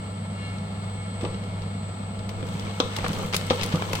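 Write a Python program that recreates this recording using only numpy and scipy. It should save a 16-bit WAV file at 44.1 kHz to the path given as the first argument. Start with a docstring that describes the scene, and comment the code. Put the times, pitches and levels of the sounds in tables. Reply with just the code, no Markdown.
"""A small workshop, the microphone close to a running twin-shaft shredder: mains hum, growling and
whining gears, a thin inverter whistle. The toothed rollers rub for a moment. A stiff cardboard box
brushes them, then is gripped and shoved: its fibres crunch, its walls crack, its folds creak and its
hollow panels buckle with dull pops. The room answers the cracks, creaks and pops with a short tail."""
import sys
import numpy as np
from scipy import signal
from scipy.fft import rfft, irfft
from scipy.io import wavfile
from scipy.ndimage import uniform_filter1d

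SR = 44100
rng = np.random.default_rng(int(sys.argv[2]) if len(sys.argv) > 2 else 0)


def file_out(sig):
    """Save sig as 16-bit WAV at sys.argv[1]."""
    # one column per channel
    cols = np.atleast_2d(sig).T
    # limit, then scale
    lim = np.clip(cols, -1, 1)
    pcm = np.round(lim * 32767).astype(np.int16)
    wavfile.write(sys.argv[1], SR, pcm)


N = 176400
T = np.arange(N) / SR

# the one rub of the rollers: peak_s, width_s, level_db
ROLLER_RUB = (0.46, 0.1, -52)
# spectrum of crunching board and scraping steel: frequency_hz, gain_db
CRUNCH_COLOUR = [(300, -43), (900, 9), (1700, 5.5), (2300, 4), (3300, 7), (5000, -1), (7000, -7.5),
                 (10000, -27), (16000, -27)]
# the course of the crushing: time_s, crumple_db, crunch_db, hiss_db
CRUSH_LEVELS = [(0, -85, -70, -91), (1.17, -54, -55.5, -79), (1.26, -34, -51, -70), (1.4, -47, -53.5, -82),
                (1.65, -42.5, -55, -82), (1.8, -79, -92, -100), (2.15, -48, -58, -97),
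                (2.42, -40.5, -52, -66), (2.53, -44, -46.5, -54), (2.68, -36.5, -43.5, -61),
                (2.78, -52, -47, -55), (2.85, -37, -47, -57), (2.94, -46, -40, -57),
                (3.061, -40, -40.5, -51), (3.22, -31.5, -39, -48), (3.3, -40.5, -48, -51),
                (3.39, -41, -49, -71), (3.47, -42.5, -43, -55), (3.54, -39, -37, -47.5),
                (3.63, -35.5, -42, -53), (3.69, -35.5, -40, -50), (3.76, -46, -40, -49.5),
                (3.91, -34, -40, -50), (4, -38, -39, -46)]


def undb(db):
    """Decibels to gain."""
    return 10 ** (np.asarray(db) / 20)


def unit(x):
    """Scale to rms 1."""
    return x / np.sqrt(np.mean(x ** 2))


def curve(points):
    """Join (time_s, value) points with straight lines."""
    return np.interp(T, *np.array(points).T)


def fade(t, t60_s):
    """Decay that falls 60 dB in t60_s."""
    return np.exp(-np.log(1000) * t / t60_s)


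def gains(points, size):
    """Gain per frequency bin from (frequency_hz, gain_db) points."""
    hz, db = np.array(points, float).T
    return undb(np.interp(np.log(np.fft.rfftfreq(size, 1 / SR) + 1), np.log(hz), db))


def colour(x, points):
    """Causal filter with the given spectral shape; white noise keeps its power."""
    size = x.shape[-1]
    cepstrum = irfft(np.log(unit(gains(points, size))), size)
    cepstrum[1:size // 2] *= 2
    cepstrum[size // 2 + 1:] = 0
    return irfft(rfft(x) * np.exp(rfft(cepstrum)), size)


def sides(pan_db):
    """Channel gains for a pan, given as left minus right."""
    pair = undb(np.array([pan_db, -pan_db]) / 2).reshape(2, -1)
    return pair / np.sqrt(np.mean(pair ** 2, axis=0))


def noise(size):
    """White noise at the stereo microphone: alike in the bass, apart in the treble."""
    # side against mid: frequency_hz, gain_db
    stereo_width = [(25, -5), (60, -36), (160, -4.5), (280, -8.5), (500, -10.5), (1000, 3), (2000, 2),
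                    (16000, 0)]
    # left against right: frequency_hz, pan_db
    balance = [(100, 1.5), (1200, -1.5), (2000, 1), (2800, 9.5), (4500, 3.5), (8000, 0.5), (15000, 2.5)]
    mid, side = rfft(rng.standard_normal((2, size)))
    width = gains(stereo_width, size)
    pair = np.array([mid + width * side, mid - width * side]) / np.sqrt(1 + width ** 2)
    return irfft(pair * sides(20 * np.log10(gains(balance, size))), size)


def walk(per_s):
    """Smooth random wander with a spread near 1."""
    hold = max(int(SR / per_s), 2)
    steps = np.repeat(rng.standard_normal(N // hold + 2), hold)
    return 1.3 * uniform_filter1d(uniform_filter1d(steps, hold), hold)[:N]


def add(out, start_s, x):
    """Mix a sound in at a time."""
    i = max(int(start_s * SR), 0)
    out[:, i:i + x.shape[-1]] += x[:, :max(N - i, 0)]


def tone(hz, wander_hz, flutter_db, per_s, speed=1):
    """A wavering partial; high ones reach the two channels out of step."""
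    phase = 2 * np.pi * (np.cumsum(hz * speed + wander_hz * walk(per_s)) / SR + rng.random())
    lag = np.pi / 2 * min(hz / 1200, 1) ** 2
    return unit(np.sin([phase, phase + lag]) * undb(flutter_db * walk(per_s)))


def motor():
    """Mains hum and the inverter's thin whistle with its sidebands."""
    # mains hum: pitch_hz, level_db
    hum_partials = [(99.7, -34.5), (199.4, -43.5)]
    # the whistle as the box moves over the machine: time_s, level_db
    whistle_levels = [(0, -57), (.3, -55), (.65, -55.5), (1, -50), (1.45, -52.5), (2.1, -51), (2.7, -54),
                      (4, -55.5)]
    # sidebands of the whistle and one faint, very high inverter line: pitch_hz, level_db, pan_db
    inverter_partials = [(7305, -72, 0), (7504, -72, 0), (7751, -61, 1), (7950, -66, 0), (8249, -58.5, 0),
                         (8349, -74, 0), (15800, -80, 0)]
    whistle_hz, whistle_pan_db = 8049.8, -2
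    hum = sum(undb(db) * tone(hz, wander_hz=0.34, flutter_db=0.65, per_s=8) for hz, db in hum_partials)
    partials = [(whistle_hz, curve(whistle_levels), whistle_pan_db)] + inverter_partials
    return hum + sum(undb(db) * sides(pan_db) * tone(hz, wander_hz=0.67, flutter_db=-2.7, per_s=5.12)
                     for hz, db, pan_db in partials)


def gear_growl():
    """The low partials of the gearbox throb together."""
    # gearbox growl: pitch_hz, level_db
    partials = [(116, -49.5), (154, -48.5), (166, -43), (186, -41.5), (205, -45)]
    growl = sum(undb(db) * tone(hz, wander_hz=5.113, flutter_db=2, per_s=25) for hz, db in partials)
    throb_db = 2.2 * walk(per_s=28)
    return growl * unit(undb(throb_db))


def gear_whine():
    """The gears whine on one shaft speed; strain and rubbing lift the upper partials."""
    # the whine, one entry a partial: pitch_hz, level_db, pan_db, rub_lift_db
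    pitch_hz = [414.5, 479, 499, 646, 696, 843, 926, 1028, 1217, 1335, 1348, 1733, 1771, 1956, 2168, 2190,
                2377, 2797, 3219, 3545, 3639, 4146, 4566]
    level_db = [-59.5, -56.5, -55.5, -53, -61, -54.5, -61, -62, -64, -58, -58.5, -64, -68, -67, -64, -56.5,
                -70, -64.5, -62, -64, -72, -61, -64]
    pan_db = [-27, -14, 0, 29, 0, 11, 4, -1, 4, 3, -6, 2, -12, -1, 1, -1, -8, 10, 1, 8, 7, 2, -2]
    rub_lift_db = [0, 0, 0, 1, 0, 0, 0, 0, 0, 2, 0, 9, 7, 3, 5, 7.5, 9, 13, 4, 1, 7, 5, 0]
    # the shaft slows a little under load: time_s, share_of_idle_speed
    shaft_speed = [(0, 1), (.3, 1), (.45, .9965), (.62, 1), (2.4, 1), (2.8, .998), (3.2, .998), (3.5, .995),
                   (4, .994)]
    # swell as the teeth rub or bite: time_s, gain_db
    strain = [(0, 0.5), (.28, 0.5), (.46, 2), (.62, 1.5), (1, 3), (1.3, 2.5), (2, 0), (2.4, -1), (2.6, 2.5),
              (3, 4.5), (3.5, 7), (4, 4)]
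    speed = curve(shaft_speed) + 0.0005 * walk(per_s=3.01)
    strain_db, rub = curve(strain), rub_strength()
    out = np.zeros((2, N))
    for hz, db, pan, lift_db in zip(pitch_hz, level_db, pan_db, rub_lift_db):
        gain = undb(db + strain_db * (hz > 1200) + lift_db * rub)
        out += gain * sides(pan) * tone(hz, wander_hz=3, flutter_db=1.7, per_s=70, speed=speed)
    return out


def rollers_and_fan():
    """The rollers rattle and the fan rushes: a bed of slightly flickering noise."""
    # spectrum of the running machine: frequency_hz, gain_db
    running_colour = [(20, -43), (37, -5.5), (70, 1.5), (170, -2), (250, -0.5), (350, -10), (500, -6.5),
                      (750, -7), (1050, -11), (1300, -8), (1500, -16.5), (2200, -18.5), (3300, -20),
                      (4500, -24), (6500, -34.5), (8000, -22), (9300, -47.5), (15500, -46.5)]
    level_db, flicker_db = -40, 0.87
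    rush = noise(N) * undb(flicker_db * walk(per_s=120))
    return unit(colour(rush, running_colour)) * undb(level_db)


def rub_strength():
    """How hard the idle rollers rub, 0 to 1."""
    peak_s, width_s, _ = ROLLER_RUB
    return np.exp(-((T - peak_s) / width_s) ** 2)


def rubbing():
    """Steel scrapes on steel for a moment."""
    _, _, level_db = ROLLER_RUB
    return colour(noise(N), CRUNCH_COLOUR) * undb(level_db) * rub_strength()


def cracks():
    """Each crack is a burst of breaking fibres that dies within milliseconds."""
    # cracks of the walls: start_s, level_db, body_db, treble_db, decay_s
    breaks = [(0.584, -37.5, -3, -16, 0.0025), (1.21, -35, 11, -4, 0.0083), (1.236, -37, 5, -14, .005),
              (1.249, -31.5, 2, -32, 0.009), (1.345, -35, 9, -23, 0.0039), (1.437, -44, 5, -3, .008),
              (1.62, -39, -7, -13, 0.0052), (2.192, -37, 1, -9, .003), (2.292, -32.5, 7, 2, 0.0059),
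              (2.428, -35, 9, -37, 0.0048), (2.468, -41, -8, 15, .002), (2.488, -38, -4, 8, .002),
              (2.596, -31, -12, -2, 0.0023), (2.8013, -14, -11, -19, 0.0039), (2.9644, -23, 1, 1.5, 0.0048),
              (2.986, -21.5, 23, 1, 0.0038), (3.044, -26, 14, -14, 0.013), (3.064, -19.5, 21, -16, 0.0034),
              (3.0814, -27.5, -9, 13, 0.0026), (3.092, -26, 1, -14, .002), (3.131, -30.5, -9, -1, 0.0054),
              (3.148, -39, -3, -3, .003), (3.263, -37.5, -13, 20, .003), (3.327, -27, 7, -3, 0.0071),
              (3.3355, -19.5, 10, -7, 0.0054), (3.3438, -14.5, 8.5, -1, 0.004), (3.3496, -20, 7, 1, 0.0038),
              (3.356, -29, -2, 15, 0.0034), (3.3645, -14.5, -8, 11.5, 0.0032), (3.412, -29, -1, -18, .003),
              (3.467, -32, -4, 13, 0.0018), (3.5007, -19.5, -1.5, -23, 0.01),
              (3.5065, -19.5, 15, -6, 0.0066), (3.557, -33, 0, 10, 0.0018), (3.595, -29, 3, -30, 0.011),
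              (3.612, -21.5, 1, -15, 0.0041), (3.621, -26, 5, -8, 0.0082), (3.633, -22.5, 3.5, 6, 0.0082),
              (3.654, -31, 2, -13, 0.0024), (3.662, -24, -14, 18, 0.00085), (3.722, -29.5, 8, -8, 0.018),
              (3.756, -27.5, -6, -8, 0.0047), (3.8222, -17, 21, -22, 0.0014), (3.896, -36, 8, -13, 0.0032),
              (3.9319, -17.5, 11.5, 6.5, 0.0032), (3.9526, -22.5, 10.5, 6, 0.0065)]
    # spectrum that body and treble reshape for each crack: frequency_hz, gain_db
    crack_colour = [(80, -20), (400, -5), (1100, -1.5), (2000, -0.5), (3300, 5.5), (5200, 1), (7000, -5),
                    (10000, -10), (16000, -20.5)]
    out, t = np.zeros((2, N)), T[:4096]
    hz, base_db = np.array(crack_colour).T
    body, treble = 1 / (1 + (hz / 2400) ** 6), 1 / (1 + (7000 / hz) ** 4)
    for start_s, level_db, body_db, treble_db, decay_s in breaks:
        shape_db = base_db + body_db * body + treble_db * treble
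        burst = noise(len(t)) * np.exp(-t / decay_s)
        add(out, start_s, undb(level_db) * colour(burst, np.column_stack([hz, shape_db])))
    return out


def fibres(snaps_per_s=1500, spread_db=2, decay_s=0.0021):
    """Fibres give way in a dense stream of tiny snaps of unequal size."""
    sizes = undb(spread_db * np.minimum(rng.exponential(size=N), 5))
    snaps = sizes * (rng.random(N) < snaps_per_s / SR)
    power = signal.lfilter([1], [1, -np.exp(-2 / (decay_s * SR))], snaps ** 2)
    return unit(noise(N) * np.sqrt(power))


def crushing():
    """The teeth crumple, crunch and tear the board."""
    # spectra of the low crumpling and the tearing hiss: frequency_hz, gain_db
    crumple_colour = [(20, 15.5), (45, -24), (130, 3), (280, 4), (380, 2.5), (490, 9), (720, -7),
                      (1100, -3.5), (1600, -22), (4000, -46)]
    hiss_colour = [(2500, -48), (6000, 7), (9000, 1.5), (12000, -2.5), (16000, -5)]
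    times, *levels = np.array(CRUSH_LEVELS).T
    return sum(colour(fibres(), shape) * undb(np.interp(T, times, db))
               for shape, db in zip((crumple_colour, CRUNCH_COLOUR, hiss_colour), levels))


def creaks(per_s=150, above_crunch_db=1, spread_db=1.7, detune=0.08):
    """Small folds give way, each ringing one resonance of the board; their level follows the crunch."""
    # resonances of the board: pitch_hz, t60_s, gain_db
    board_modes = [(480, .04, -12), (855, 0.05, 3), (1020, 0.033, 3.5), (1260, 0.024, 5),
                   (1760, 0.014, -16), (2250, 0.026, 2), (2710, 0.014, -3), (3050, 0.014, 3)]
    out, t = np.zeros((2, N)), T[:2048]
    times, _, crunch_db, _ = np.array(CRUSH_LEVELS).T
    for when, which, tuning, lag, force in rng.random((int(per_s * N / SR), 5)):
        start_s = when * N / SR
        hz, t60_s, gain_db = board_modes[int(which * len(board_modes))]
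        phase = 2 * np.pi * hz * (1 + detune * (2 * tuning - 1)) * t
        ring = np.sin([phase, phase + np.pi * (lag - 0.5)]) * fade(t, t60_s)
        level_db = np.interp(start_s, times, crunch_db) + above_crunch_db + gain_db
        accent_db = spread_db * min(-np.log(1 - force), 3)
        add(out, start_s, ring * undb(level_db + accent_db))
    return out


def buckles(detune=0.015, rattle_db=6.5, rattle_decay_s=0.0068):
    """A panel snaps through and rings the box: a longer push is duller, a large panel booms."""
    # buckling panels: start_s, level_db, push_s, boom_db
    pops = [(1.232, -25.5, 0.0027, -4), (1.242, -28, 0.00094, -1), (1.252, -31, 0.00072, -2),
            (2.428, -28, 0.002, 5.5), (2.55, -29.5, 0.0031, 17), (2.8018, -17.5, 0.00065, -8),
            (2.812, -33, 0.0004, 3), (2.987, -28, 0.0021, 9), (3.043, -26.5, 0.00084, -3),
            (3.099, -26.5, 0.0034, -9), (3.5072, -15, 0.00077, -13), (3.516, -23.5, 0.003, -13),
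            (3.739, -17, 0.0033, 9), (3.747, -26.5, 0.00071, 0), (3.757, -29, 0.00081, -11),
            (3.771, -33, 0.00072, -8), (3.935, -32, 0.001, 2)]
    # modes of the box: pitch_hz, gain_db, t60_s
    box_modes = [(103, -10, 0.1), (165, 0.5, 0.085), (269, 0, 0.044), (338.5, 0, 0.046), (402, -13, 0.03),
                 (489, 4.5, 0.056), (746, -2, 0.04), (922, -4, 0.026), (1107, -5, 0.041),
                 (1250, -0.5, 0.037)]
    # band of the hollow boom: low_hz, high_hz
    boom_band = (130, 220)
    # spectrum of a rattling panel: frequency_hz, gain_db
    rattle_colour = [(90, -24), (170, 1), (330, 1.5), (480, 10), (700, -7.5), (1200, 12.5), (1700, -6.5),
                     (4000, -25)]
    out, t = np.zeros((2, N)), T[:8192]
    for start_s, level_db, push_s, boom_db in pops:
        tunings = 1 + detune * rng.standard_normal(len(box_modes))
        ring = np.zeros(len(t))
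        for (hz, gain_db, t60_s), tuning in zip(box_modes, tunings):
            gain = undb(gain_db + boom_db * (boom_band[0] < hz < boom_band[1]))
            ring += gain * np.cos(2 * np.pi * hz * tuning * t) * fade(t, t60_s)
        rattle = undb(rattle_db) * colour(noise(len(t)), rattle_colour) * np.exp(-t / rattle_decay_s)
        push = np.sin(np.pi * np.minimum(t / push_s, 1))[None, :512]
        pop = signal.fftconvolve(ring + rattle, push, axes=1)
        attack_rms = np.sqrt(np.mean(pop[:, :441] ** 2))  # first 10 ms
        add(out, start_s, undb(level_db) * pop / attack_rms)
    return out


def shoves(pitch_hz=52.3, width_s=0.017):
    """Deep, soft bumps as a tooth catches the whole box."""
    # bumps: centre_s, level_db
    bumps = [(1.35, -40), (1.62, -39), (2.2, -45), (2.3, -47), (2.81, -53), (3.035, -34), (3.515, -52),
             (3.72, -55)]
    out = np.zeros(N)
    for centre_s, level_db in bumps:
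        t = T - centre_s
        swell = np.sqrt(2) * np.exp(-(t / width_s) ** 2 / 2)
        out += undb(level_db) * swell * np.sin(2 * np.pi * pitch_hz * t)
    return out


def room(x, level_db=-11, t60_s=0.39, delay_s=0.0039):
    """The direct sound plus the short diffuse tail of a small workshop."""
    # spectrum of the tail: frequency_hz, gain_db
    room_colour = [(100, -9), (500, 3), (4000, -0.5), (14000, -1.5)]
    t = T[:32768]
    tail = colour(noise(len(t)), room_colour) * fade(t, t60_s) * (t > delay_s)
    tail /= np.sqrt(np.sum(tail ** 2) / 2)
    return x + undb(level_db) * signal.fftconvolve(x, tail, axes=1)[:, :N]


def scene():
    """The running machine and the box in its teeth, heard from close by."""
    machine = motor() + gear_growl() + gear_whine() + rollers_and_fan() + rubbing()
    box = crushing() + shoves() + room(cracks() + buckles() + creaks())
    return machine + box


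def record(dry):
    """The recorder clips peaks at full scale and cuts the treble above 16 kHz."""
    lowpass = signal.ellip(10, 0.1, 80, 16000, fs=SR, output="sos")
    return signal.sosfilt(lowpass, np.clip(dry, -1, 1))


dry = scene()
out = record(dry)
file_out(out)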